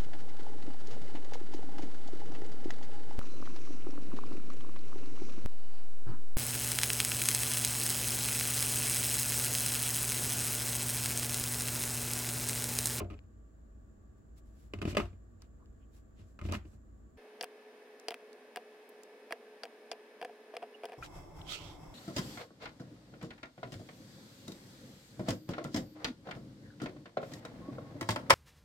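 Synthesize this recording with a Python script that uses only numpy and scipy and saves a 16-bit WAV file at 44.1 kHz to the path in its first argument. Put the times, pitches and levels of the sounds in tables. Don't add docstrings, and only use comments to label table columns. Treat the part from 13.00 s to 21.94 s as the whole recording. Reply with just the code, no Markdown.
import sys
import numpy as np
from scipy import signal
from scipy.fft import rfft, irfft, next_fast_len
from scipy.io import wavfile

SR = 44100
rng = np.random.default_rng(int(sys.argv[2]) if len(sys.argv) > 2 else 0)


def digitize_waveform(pressure):
    field = np.atleast_2d(pressure).T
    bounded = np.clip(field, -1, 1)
    quanta = np.round(bounded * 32767).astype(np.int16)
    wavfile.write(sys.argv[1], SR, quanta)


N = 394254
T = np.arange(N) / SR
FAST_FROM_S, FAST_TO_S, FAST_SPEED = 4.172, 7.98, 8
TOP_HZ = 16200


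def undb(db):
    return 10 ** (np.asarray(db) / 20)


def unit(x):
    return x / np.sqrt(np.mean(x ** 2))


def pan(db):
    return undb(np.array([[db], [-db]]) / 2)


def add(out, s, sound):
    start = int(np.clip(s * SR, 0, N))
    out[:, start:start + sound.shape[1]] += sound[:, :N - start]


def gate(start, end):
    return np.clip(np.minimum(T - start, end - T) / .006 + .5, 0, 1)


def walk(rate):
    count = int(N / SR * rate) + 2
    return np.interp(T * rate, np.arange(count), rng.standard_normal(count))


def swells(strokes):
    return sum(undb(db) * np.exp(-.5 * ((T - s) / half) ** 2) for s, half, db in strokes)


def colour(hz, points, db):
    return np.interp(np.log(np.maximum(hz, 1)), np.log(points), db)


def bins(size):
    return np.arange(size // 2 + 1) * SR / size


def noise(size, mid_db, side_db):
    spectrum = rfft(rng.standard_normal((2, size))) * undb([mid_db, side_db])
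    mid, side = irfft(spectrum, size) * np.sqrt(SR / 2)
    return np.array([mid + side, mid - side])


def wash(table, speed=1):
    columns, size = np.transpose(table), next_fast_len(N)
    hz = bins(size) / speed
    mid_db, side_db = colour(hz, columns[0], columns[1]), colour(hz, columns[0], columns[-1])
    return noise(size, mid_db, side_db)[:, :N] / np.sqrt(speed)


def resonances(table, speed=1):
    out = np.zeros((2, N))
    for hz, width, db in table:
        if hz * speed < TOP_HZ:
            b, a = signal.iirpeak(hz * speed, hz / width / 1.3, fs=SR)
            white = rng.standard_normal((2, N))
            out += unit(signal.lfilter(b, a, signal.lfilter(b, a, white))) * undb(db)
    return out


def band(hz, width):
    turn = 2 * np.pi * np.cumsum(np.broadcast_to(hz, N)) / SR
    return unit(np.array([walk(width) * np.sin(turn) + walk(width) * np.cos(turn) for _ in range(2)]))


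def friction(spectrum, strokes, grain_db=1.5):
    return unit(wash(spectrum) * undb(grain_db * walk(430))) * swells(strokes)


def low_cut(x, speed, hz=21):
    return signal.sosfilt(signal.butter(4, hz * speed, "high", fs=SR, output="sos"), x)


# f/Hz, gain/dB
TREBLE_COLOUR = [(6000, 0), (8300, 3), (9500, -17.5), (10700, 4.5), (12800, -0.5), (14200, -4),
                 (15600, 2.5)]
def uneven_treble(x):
    size = next_fast_len(N)
    gain = undb(colour(bins(size), *np.transpose(TREBLE_COLOUR)))
    return irfft(rfft(x, size) * gain, size)[:, :N]


# f/Hz, mid/dB, side/dB
ROOM_TONE = [(18.6, -106, -122), (29.3, -76.5, -103), (39.8, -84, -102), (52, -73.5, -96.5),
             (90, -80.5, -96.5), (176, -92.5, -97.5), (204.3, -87.5, -89.5), (330, -93.5, -97),
             (590, -103, -102), (1000, -114, -111), (1697, -112, -111), (2120, -124, -124),
             (4016, -129, -129), (15550, -136, -136)]
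# f/Hz, width/Hz, level/dB
ROOM_RESONANCES = [(1147, 54, -82.5), (7170, 550, -85.5)]
# f/Hz, level/dB, phase between left and right/rad
HUM_LINES = [(53.07, -59, .05), (59.7, -70.5, 0.13), (197.4, -73.5, 2.5), (216.8, -74.5, 0.52),
             (279, -79, 0.53), (320, -77.5, 0.46), (646, -85, 0.43)]
def kitchen(speed, db, waver_db=1.0, drift_rad=0.15):
    out = wash(ROOM_TONE, speed) + resonances(ROOM_RESONANCES, speed)
    for hz, line_db, lag in HUM_LINES:
        phase = 2 * np.pi * hz * speed * T + drift_rad * walk(2 * speed)
        level = undb(line_db + waver_db * walk(2 * speed))
        out += np.sqrt(2) * np.sin(phase + np.array([[0], [lag]])) * level
    return out * undb(db)


# f/Hz, width/Hz, level/dB
STOVE_RESONANCES = [(53.6, 5, -66), (154.3, 11, -65), (294, 16, -65), (345, 27, -66.5), (581.4, 12, -68.5),
                    (696, 8, -68), (744, 12, -70), (867, 25, -66), (1014, 29, -69)]
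def stove_drone():
    return resonances(STOVE_RESONANCES)


# f/Hz, mid/dB, side/dB
BOIL_SPECTRUM = [(24.8, -68.5, -92), (61.6, -72.5, -105), (162, -70.5, -104), (210, -85.5, -104),
                 (350, -80.5, -98), (423, -92, -94), (905, -85, -92), (1470, -96.5, -100),
                 (2120, -105, -107), (2840, -111, -110), (4230, -112, -113), (7650, -108, -109),
                 (12500, -113, -114), (16500, -121, -121)]
# f/Hz, width/Hz, level/dB
POT_AIR = [(780, 300, -62), (2125, 170, -67), (2613, 52, -74.5), (3330, 460, -71), (5340, 670, -67.5)]
def boiling_pot(count=400, bubble_db=-62, spread_db=3, low_hz=280, high_hz=1150, churn_db=-3.5, db=-1):
    out = (wash(BOIL_SPECTRUM) + resonances(POT_AIR)) * undb(db + churn_db * walk(18))
    for when, smallness, strength, side in rng.random((count, 4)):
        s = FAST_TO_S + when * (N / SR - FAST_TO_S)
        hz = low_hz * (high_hz / low_hz) ** smallness
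        level_db = bubble_db + spread_db * min(-np.log(1 - strength), 3)
        add(out, s, bubble(hz) * undb(level_db) * pan(8 * (side - .5)))
    return out


def bubble(hz, cycles=10, glide=0.13):
    t = np.arange(2048) / SR
    age = t * hz / cycles
    rise = 1 + glide * np.minimum(age, 2) / 2
    return np.sin(2 * np.pi * hz * t * rise) * np.exp(-3 * age)


# f/Hz, relative level/dB, t60/s
CLINK_MODES = [(1303, 0, .1), (1370, 8, 0.05), (1580, -6, 0.074), (1940, -5, .08), (2450, -1, 0.076)]
def clink(s=8.025, level_db=-43, rise_s=0.0011):
    t = np.maximum(T - s, 0)
    rings = sum(np.sin(2 * np.pi * hz * t + rng.standard_normal((2, 1))) * undb(db - 60 * t / t60)
                for hz, db, t60 in CLINK_MODES)
    return rings * (1 - np.exp(-t / rise_s)) * undb(level_db)


# t/s, level/dB, f/Hz, t60/s
DRY_CLICKS = [(0.191, -49, 2460, 0.0031), (2.42, -53, 4790, 0.017), (2.659, -61.5, 3500, 0.0034),
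              (3.523, -34.5, 4370, 0.011), (4.998, -50.5, 5800, 0.014), (5.33, -53.5, 4800, 0.014),
              (5.891, -53, 12400, 0.027), (6.034, -49, 6700, 0.015), (8.537, -47, 3800, .018)]
def clicks(slope_db=12, size=2048):
    out, t = np.zeros((2, N)), np.arange(size) / SR
    for s, db, hz, t60 in DRY_CLICKS:
        shape_db = -slope_db * abs(np.log2(np.maximum(bins(size), 1) / hz))
        add(out, s, unit(noise(size, shape_db, shape_db + 0.5)) * undb(db - 60 * t / t60))
    return out


# middle t/s, half length/s, level/dB
DRAG_STROKES = [(8.526, 0.028, -40.5), (8.635, 0.069, -54)]
# f/Hz, relative level/dB
DRAG_SPECTRUM = [(300, -22), (650, 5), (950, -36), (1280, 10.5), (1650, -8), (2150, 5.5), (3150, 4),
                 (4200, 5), (5500, 1), (8000, -7), (16000, -20)]
# t/s, f/Hz
SQUEAL_PITCH = [(8.48, 3200), (8.52, 3560), (8.56, 2730), (8.68, 3440)]
def bowl_drag(grain_db=1.0, pan_db=-7, squeal_db=-0.5, squeal_width_hz=900):
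    squeal = band(np.interp(T, *np.transpose(SQUEAL_PITCH)), squeal_width_hz)
    scrape = unit(wash(DRAG_SPECTRUM)) + squeal * undb(squeal_db)
    return unit(scrape * undb(grain_db * walk(300))) * swells(DRAG_STROKES) * pan(pan_db)


# middle t/s, half length/s, level/dB
BRUSH_STROKES = [(3.294, 0.037, -77.5), (3.68, .025, -75.5), (3.738, .022, -74.5)]
# f/Hz, relative level/dB
BRUSH_SPECTRUM = [(1000, 5), (3000, -3), (7500, 0.5), (12000, -7), (16000, -15)]
def hand_brushes():
    return friction(BRUSH_SPECTRUM, BRUSH_STROKES)


# middle t/s, half length/s, level/dB, f/Hz, width/Hz
FINGER_SLIPS = [(0.181, 0.004, -70, 2700, 1000), (2.618, 0.017, -68.5, 1075, 602),
                (2.83, 0.016, -79, 2780, 1310), (7.751, 0.0053, -55, 2880, 400),
                (8.416, 0.0018, -46, 3400, 1300)]
def finger_squeaks():
    return sum(band(hz, width) * swells([(s, half, db)]) for s, half, db, hz, width in FINGER_SLIPS)


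# middle t/s, half length/s, level/dB
SLIT_STROKES = [(1.187, 0.01, -84), (1.383, 0.012, -69), (1.48, .02, -79), (1.616, 0.055, -73.5),
                (2.965, 0.025, -70)]
# f/Hz, relative level/dB
SLIT_SPECTRUM = [(1200, 0), (3000, -1.5), (11000, -4), (16000, -10.5)]
def knife_slits():
    return friction(SLIT_SPECTRUM, SLIT_STROKES)


# middle t/s, half length/s, level/dB
RUB_STROKES = [(1.899, 0.022, -49), (2.434, 0.02, -74), (3.207, 0.027, -71), (3.46, 0.017, -58.5),
               (3.49, .014, -68), (3.548, 0.016, -49.5), (8.048, 0.015, -50)]
# f/Hz, relative level/dB
RUB_SPECTRUM = [(300, -5), (1200, 3.5), (2800, 7), (5000, 1), (8000, -4.5), (12000, -9.5), (16000, -20)]
def skin_rubs():
    return friction(RUB_SPECTRUM, RUB_STROKES)


def contact(hz, thud_db, knock_db, knock_hz, tick_db):
    thud_fall, knock_rise, knock_fall, tick_rise = 15, 7, 11, 9
    octave = np.log2(np.maximum(hz, 1))
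    thud = thud_db - thud_fall * np.maximum(octave - np.log2(95), 0)
    above = octave - np.log2(knock_hz)
    knock = knock_db - np.maximum(knock_fall * above, -knock_rise * above)
    tick = tick_db - tick_rise * np.maximum(np.log2(1250) - octave, 0)
    return 10 * np.log10(undb(thud) ** 2 + undb(knock) ** 2 + undb(tick) ** 2)


# f/Hz, level/dB
WALL_SPECTRUM = [(50, -50.5), (110, -19), (200, -11), (390, -19.5), (490, -27.5), (590, -13), (780, -23),
                 (1250, -24.5), (1700, -29.5), (2600, -29.5), (3500, -35.5), (7000, -45.5), (11000, -51.5),
                 (16000, -59.5)]
def wall_crack(t, push, speed, crack_t60=0.026, room_db=-19, room_t60=0.24, rise_s=0.001):
    size = len(t)
    hz = bins(size) / speed
    mid_db = colour(hz, *np.transpose(WALL_SPECTRUM)) + contact(hz, *push)
    side_db = mid_db + colour(hz, [100, 700, 5000], [-16, -3, 0])
    crack = noise(size, mid_db, side_db) * undb(-60 * t / crack_t60)
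    room = noise(size, mid_db, side_db) * undb(room_db - 60 * t / room_t60) * np.clip(t / 0.0077, 0, 1)
    return (crack + room) / np.sqrt(speed) * (1 - np.exp(-t / rise_s))


# f/Hz, relative level/dB, t60/s, left minus right/dB
BOWL_MODES = [(59.47, -8, 0.53, 1.5), (76.2, -16, 0.39, 6.5), (87.2, -1.5, 0.34, 0),
              (118.2, -3.5, 0.19, -1.5), (140.3, -12.5, .15, 0.5), (205.9, 2, 0.11, 0.5),
              (307, 0, 0.076, 5.5), (348.6, -9, 0.26, 4.5), (392.4, -2, 0.1, 3), (423, -7, 0.14, 4.5),
              (586, -3, 0.098, 7.5), (627, -8.5, .12, 5.5), (697, -13.5, 0.26, 4.5), (1036, -7.5, 0.12, -5),
              (1185, -10, 0.044, -5), (1230, -5, 0.065, -0.5), (1284, -4, 0.072, -3),
              (1996, -5.5, 0.036, 4), (2110, -8.5, 0.086, 2), (2427, -2.5, 0.056, -2.5),
              (2598, 1, 0.037, -2.5), (2827, 0, 0.034, -1), (2970, -8.5, 0.084, 4), (3970, -16, 0.012, 4),
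              (4760, -11.5, 0.04, -3)]
def bowl_ring(t, push, speed, scatter_db=2, detune=0.009, load_hz=2.74, wide_hz=700, rise_cycles=0.55,
              favour_db=6, favour_octaves=0.044):
    out, knock_hz = np.zeros((2, len(t))), push[2]
    chances = rng.standard_normal((len(BOWL_MODES), 3))
    for (hz, db, t60, pan_db), (place, load, angle) in zip(BOWL_MODES, chances):
        if hz * speed < TOP_HZ:
            spread = min(hz / wide_hz, 1.1)
            phase = spread * (np.array([[-.5], [.5]]) * (1 + .5 * angle) + 2 * place)
            pitch = hz + load * max(detune * hz, load_hz)
            ring = np.sin(2 * np.pi * pitch * t + phase) * undb(-60 * t / t60)
            ring *= 1 - np.exp(-t * hz / rise_cycles)
            spot_db = favour_db * np.exp(-(np.log2(hz / knock_hz) / favour_octaves) ** 2)
            level_db = db + spot_db + contact(hz, *push) + scatter_db * spread * place
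            out += ring * pan(pan_db) * undb(level_db)
    return out


# t/s, tick level/dB, favoured f/Hz
WALL_TAPS = [(.002, -49, 1300), (.016, -59, 1284), (.044, -67, 586), (.1005, -63, 1230), (.109, -63, 1230),
             (1.736, -46.5, 330), (1.816, -43, 330), (1.824, -49, 330), (1.949, -45.5, 330),
             (1.9743, -47, 1230), (1.9796, -38, 206.5), (1.992, -46.5, 388), (2.0, -43, 1284),
             (2.0065, -49, 213), (2.017, -56, 586), (2.055, -60.5, 400), (2.421, -74.5, 1284),
             (3.390, -58, 1260), (3.413, -54.5, 1220), (3.524, -47.5, 1234), (3.535, -46, 1310),
             (3.549, -47.5, 2120), (4.4275, -44, 1290), (4.442, -42.5, 320), (5.1066, -45.5, 384),
             (5.1426, -47, 309), (7.2478, -53, 296), (7.855, -47.5, 382)]
def taps(thud_db=0.5, knock_db=5.5):
    return [(s, (db + thud_db, db + knock_db, hz, db, 0)) for s, db, hz in WALL_TAPS]


def soft_touch(db, firmness, knock_hz=296, soft_db=-20.5, tick_db=-11.5, dull_db=-3, press_s=0.01):
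    softness = 1 - min(firmness, 1)
    knock_db = db + soft_db * softness
    return db, knock_db, knock_hz, knock_db + tick_db + dull_db * softness, press_s * softness


# t/s, thud level/dB, firmness/0-1
BOWL_NUDGES = [(0.102, -40, 0.74), (.135, -47, 0.65), (1.747, -31, 0), (1.787, -47.5, 1),
               (1.823, -31.5, 0.74), (1.852, -30.5, 0.89), (1.875, -29, 0.74), (1.927, -33.5, 0.7),
               (3.192, -41, 0.4), (3.414, -31, 0.36), (3.450, -32, 0.64), (3.486, -31, 0.73),
               (4.434, -30.5, 0.8), (5.1075, -30, 0.46), (5.118, -36, 0.6), (5.571, -29, 0.68),
               (6.3078, -31.5, 0.6), (6.653, -38.5, 0.8), (6.930, -38, 0.64), (7.2144, -31, 0.66),
               (7.226, -28, 0.55), (7.294, -38.5, 0.1), (7.537, -35.5, 0), (7.621, -36, 0.23),
               (7.627, -32, 0.4), (7.8347, -30, 0.4), (7.8422, -29, 0.4), (7.853, -33.5, 0.3),
               (7.920, -36, 0.52)]
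def nudges():
    return [(s, soft_touch(db, firmness)) for s, db, firmness in BOWL_NUDGES]


# t/s, length/s, thud level/dB, firmness/0-1
TOMATO_ROLLS = [(0.113, 0.033, -46.5, 0.81), (3.494, 0.028, -38, 0.86), (5.113, .014, -40, 0.7),
                (6.309, 0.012, -44, 0.84), (7.539, .014, -40.5, 0.57), (7.63, 0.0082, -36.5, 0.2),
                (7.885, 0.017, -43.5, 0.6), (7.93, 0.0085, -42.5, 0.6)]
def rolls(bumps=3):
    out = []
    for s, length, db, firmness in TOMATO_ROLLS:
        ages = (np.arange(bumps) + rng.random(bumps)) / bumps
        out += [(s + age * length, soft_touch(db, firmness)) for age in ages]
    return out


# hardness/0-1, thud/dB, tick/dB
LANDING_BALANCE = [(0, -3, -78), (.5, 8, -18.5), (1, -27, -4.5)]
def landing(db, hz, hardness, press_s=0.0067):
    steps, thuds, ticks = np.transpose(LANDING_BALANCE)
    thud_db = db + np.interp(hardness, steps, thuds)
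    tick_db = db + np.interp(hardness, steps, ticks)
    return thud_db, db, hz, tick_db, press_s * (1 - min(hardness, 1))


# t/s, knock level/dB, favoured f/Hz, hardness/0-1 (other fruit to bare plastic)
TOMATO_DROPS = [(.006, -29.5, 488, 0.1), (1.969, -25.5, 361, 1), (3.541, -36, 210, 0.8),
                (4.410, -28.5, 555, 0.63), (5.0836, -27, 576, 0.59), (5.560, -35.5, 330, 0.96),
                (6.324, -27, 230, 0.71), (6.634, -31, 505, 0.05), (6.915, -27.5, 560, 0.12),
                (7.2484, -38, 242, 0.47), (7.567, -34.5, 300, 0.58)]
def drops(hop_s=.03, hop_db=-12, hop_pitch=0.48, hop_hardness=0.41,
          wobbles=3, settle_s=0.37, settle_db=-42.5, fade_db=-10, speed=1):
    out = []
    for s, db, hz, hardness in TOMATO_DROPS:
        out.append((s, landing(db, hz, hardness)))
        out.append((s + hop_s / speed, landing(db + hop_db, hz * hop_pitch, hardness * hop_hardness)))
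        for age in (np.arange(wobbles) + rng.random(wobbles)) / wobbles:
            out.append((s + age * settle_s / speed, soft_touch(settle_db + fade_db * age, 1 - age)))
    return out


def tomatoes_in_bowl(speed):
    out = np.zeros((2, N))
    t = np.arange(24576 // speed) * speed / SR
    for s, (*push, press_s) in drops(speed=speed) + rolls() + nudges() + taps():
        if (FAST_FROM_S < s < FAST_TO_S) == (speed > 1):
            blow = bowl_ring(t, push, speed) + wall_crack(t, push, speed)
            press = 1 - np.exp(-t / max(press_s, 1 / SR))
            add(out, s, blow * press)
    return out


def scene():
    board = kitchen(1, db=0) * gate(-1, FAST_FROM_S) + tomatoes_in_bowl(1)
    board += skin_rubs() + knife_slits() + hand_brushes()
    fast = kitchen(FAST_SPEED, db=-0.5) * gate(FAST_FROM_S, FAST_TO_S) + tomatoes_in_bowl(FAST_SPEED)
    stove = (boiling_pot() + stove_drone()) * gate(FAST_TO_S, 10) + bowl_drag() + clink()
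    normal_speed = uneven_treble(low_cut(board + stove, 1))
    return normal_speed + low_cut(fast, FAST_SPEED) + clicks() + finger_squeaks()


def record(dry):
    return signal.sosfilt(signal.ellip(8, .2, 70, TOP_HZ, fs=SR, output="sos"), dry)


dry = scene()
out = record(dry)
digitize_waveform(out)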